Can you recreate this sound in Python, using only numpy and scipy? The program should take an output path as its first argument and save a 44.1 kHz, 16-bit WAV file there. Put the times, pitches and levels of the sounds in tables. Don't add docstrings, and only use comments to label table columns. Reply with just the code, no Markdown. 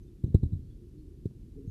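import sys
import numpy as np
from scipy import signal
from scipy.fft import rfft, irfft
from scipy.io import wavfile

SR = 44100
rng = np.random.default_rng(int(sys.argv[2]) if len(sys.argv) > 2 else 0)


def file_out(sig):
    cols = np.atleast_2d(sig).T
    lim = np.clip(cols, -1, 1)
    pcm = np.round(lim * 32767).astype(np.int16)
    wavfile.write(sys.argv[1], SR, pcm)


N = 74970
TIME = np.arange(N) / SR


def from_db(db):
    return 10 ** (np.asarray(db) / 20)


def unit_rms(x):
    return x / np.sqrt(np.mean(x ** 2) + 1e-20)


def low_pass(x, hz, order):
    return signal.sosfilt(signal.butter(order, hz, fs=SR, output="sos"), x + 1e-18)


def high_pass(x, hz, order):
    return signal.sosfilt(signal.butter(order, hz, "high", fs=SR, output="sos"), x)


def coloured_noise(spectrum):
    hz, db = np.transpose(spectrum)
    bin_hz = np.maximum(np.fft.rfftfreq(N, 1 / SR), 1)
    skirts = np.minimum(1, np.minimum(bin_hz / hz[0], hz[-1] / bin_hz)) ** 6
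    colour = from_db(np.interp(np.log(bin_hz), np.log(hz), db))
    return unit_rms(irfft(rfft(rng.standard_normal(N)) * skirts * colour, N))


def wavering_tone(hz, width_hz, rate_hz):
    waver = unit_rms(low_pass(rng.standard_normal(N), rate_hz, order=2))
    return np.sqrt(2) * np.sin(2 * np.pi * np.cumsum(hz + width_hz * waver) / SR)


def mode(t, hz, db, t60_s):
    return from_db(db - 60 * t / t60_s) * np.sin(2 * np.pi * hz * t)


def add(out, start_s, sound):
    start = int(np.clip(start_s * SR, 0, N - 1))
    out[start:start + len(sound)] += sound[:N - start]


# frequency_hz, relative_db
RUMBLE_SPECTRUM = [(18, -25.5), (30, 4), (86, -4.5), (160, -10.5), (185, -13), (234, -14), (292, -15),
                   (353, -15), (548, -37.5), (616, -45.5), (1000, -51.5), (1300, -105), (2200, -120)]
HISS_SPECTRUM = [(530, -38), (900, -7.5), (1020, 1), (1190, 0), (1880, -1), (2030, -1.5), (3150, 0),
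                 (4300, -0.5), (8410, -4), (13000, -3.5)]

def ambience():
    rumble = from_db(-47.5) * coloured_noise(RUMBLE_SPECTRUM)
    hiss = from_db(-78.5) * coloured_noise(HISS_SPECTRUM)
    return rumble + hiss


# start_s, length_s, pitch_hz, level_db
CHIRP_NOTES = [(0.026, 0.018, 6120, -77), (0.072, 0.026, 3600, -81), (0.256, 0.029, 6200, -82),
               (0.587, 0.2, 4400, -88), (0.693, 0.049, 3420, -80.5), (0.971, 0.05, 4300, -82.5),
               (1.661, 0.12, 6500, -73)]

def distant_chirps():
    out = np.zeros(N)
    for start_s, length_s, pitch_hz, level_db in CHIRP_NOTES:
        swell = np.sin(np.pi * np.clip((TIME - start_s) / length_s, 0, 1))
        out += from_db(level_db) * swell * wavering_tone(pitch_hz, width_hz=92.4, rate_hz=540)
    return out


# start_s, length_s, pitch_hz, level_db
COO_NOTES = [(.0, 0.15, 355, -61), (0.813, 0.057, 355, -56), (0.922, 0.18, 300, -56.5),
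             (1.064, 0.077, 369, -60), (1.553, 0.119, 280, -50.5), (1.558, 0.074, 405, -51.5),
             (1.563, 0.31, 453, -62)]

def faint_coos(fade_s=0.016):
    out = np.zeros(N)
    for start_s, length_s, pitch_hz, level_db in COO_NOTES:
        swell = np.clip(np.minimum(TIME - start_s, start_s + length_s - TIME) / fade_s, 0, 1)
        out += from_db(level_db) * swell * wavering_tone(pitch_hz, width_hz=11.9, rate_hz=36.3)
    return out


# centre_hz, gain_db
BUZZ_BANDS = [(3892, -30.5), (7790, -36.5), (11697, -39.5)]

def thin_high_buzz(low_sound):
    flutter = high_pass(low_sound, hz=770, order=1)
    tones = sum(from_db(db) * np.sin(2 * np.pi * (hz * TIME + rng.random())) for hz, db in BUZZ_BANDS)
    return flutter * tones


# time_s, level_db
TREMBLE_LEVELS = [(0, -79.5), (.24, -65), (.262, -38.5), (.32, -41), (.38, -38.5), (.41, -46.5), (.45, -32),
                  (.50, -43.5), (.57, -43.5), (.68, -51.5), (.80, -62), (1.7, -49.5)]
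# frequency_hz, relative_db
TREMBLE_SPECTRUM = [(32, -31), (55, 1), (133, 8), (213, -6), (369, -18), (553, -34), (800, -45.5),
                    (1040, -85.5), (1760, -120)]

def grate_tremble():
    level_db = np.interp(TIME, *np.transpose(TREMBLE_LEVELS))
    return from_db(level_db) * coloured_noise(TREMBLE_SPECTRUM)


# pitch_hz, level_db, t60_s
BAR_RING_MODES = [(940, -55, 0.044), (1187, -59.5, 0.046), (1384, -64.5, 0.062), (1750, -62.5, .045)]

def claw(t, scuff_db, tick_db, tick_decay_s=0.002, scuff_decay_s=0.0065):
    ring = sum(mode(t, hz, db + rng.normal(0, 1.0), t60_s) for hz, db, t60_s in BAR_RING_MODES)
    tick = from_db(-68.5) * rng.standard_normal(len(t)) * np.exp(-t / tick_decay_s)
    dull_noise = unit_rms(low_pass(rng.standard_normal(len(t)), hz=583, order=4))
    scuff = from_db(-38.5) * dull_noise * np.exp(-t / scuff_decay_s)
    return from_db(tick_db) * tick + from_db(scuff_db) * (scuff + ring)


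# pitch_hz, level_db, t60_s
BAR_KNOCK_MODE = (366.5, 0, 0.011)

def toe_knock(t, cutoff_hz):
    return low_pass(mode(t, *BAR_KNOCK_MODE), cutoff_hz, order=7)


# pitch_hz, level_db, t60_s
GRATE_MODES = [(90.1, 3, 0.058), (138, -10.5, 0.073), (195.5, -6.5, 0.026), (280.6, -10.5, 0.039)]

def thud(t, pitch_ratio, cutoff_hz):
    motion = -sum(mode(t, hz * pitch_ratio, db, t60_s / pitch_ratio) for hz, db, t60_s in GRATE_MODES)
    return low_pass(high_pass(motion, hz=47, order=1), cutoff_hz, order=7)


# start_s, level_db, pitch_ratio, cutoff_hz, toe_db, scuff_db, tick_db
FOOTFALLS = [(0.2388, -16, 1.16, 380, -6, -10.5, -4), (0.26, -32, 2.7, 440, -10, -26.5, -29),
             (0.28, -32, 3, 379, 6.5, -23.5, -27.5), (0.324, -41.5, 1.3, 480, -6.5, -18.5, -30),
             (0.3458, -7, 1.06, 434, -2.5, 1.5, 16.5), (0.4315, -15, 0.98, 390, -3.5, -8.5, -0.5),
             (0.4549, -23.5, 0.86, 274, -17, -26, -33), (.5200, -24.5, 0.77, 293, -12.5, -37, -22),
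             (0.531, -20, 1.06, 277, 0.5, -34, -17.5), (0.55, -33, 0.83, 259, -10, -33, -16),
             (0.589, -32, 0.84, 268, -17, -42, -33), (1.2573, -23, 1.21, 389, 9.5, -14, 7.5),
             (1.3077, -41.5, 0.8, 254, -12, -24, -28), (1.409, -44, 0.61, 226, -21, -38, -32),
             (1.427, -44, 0.63, 222, -10, -32, -24), (1.552, -44.5, 0.77, 284, -22, -27, -30),
             (1.6755, -28, 1.16, 244, 6, -34, -35)]

def footsteps(toe_lead_s=0.0026, claw_delay_s=0.0016):
    thuds, claws = np.zeros(N), np.zeros(N)
    t = TIME[:SR // 4]
    for start_s, level_db, pitch_ratio, cutoff_hz, toe_db, scuff_db, tick_db in FOOTFALLS:
        add(thuds, start_s - toe_lead_s, from_db(level_db + toe_db) * toe_knock(t, cutoff_hz))
        add(thuds, start_s, from_db(level_db) * thud(t, pitch_ratio, cutoff_hz))
        add(claws, start_s + claw_delay_s, claw(t, scuff_db, tick_db))
    return thuds, claws


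def scene():
    thuds, claws = footsteps()
    grate = thuds + grate_tremble()
    foreground = grate + thin_high_buzz(grate) + claws
    return (foreground + ambience() + faint_coos() + distant_chirps())[None]


def record(dry, low_cut_hz=28, high_cut_hz=13200):
    thinned = high_pass(dry, low_cut_hz, order=2)
    return signal.sosfilt(signal.ellip(10, .1, 70, high_cut_hz, fs=SR, output="sos"), thinned)


dry = scene()
out = record(dry)
file_out(out)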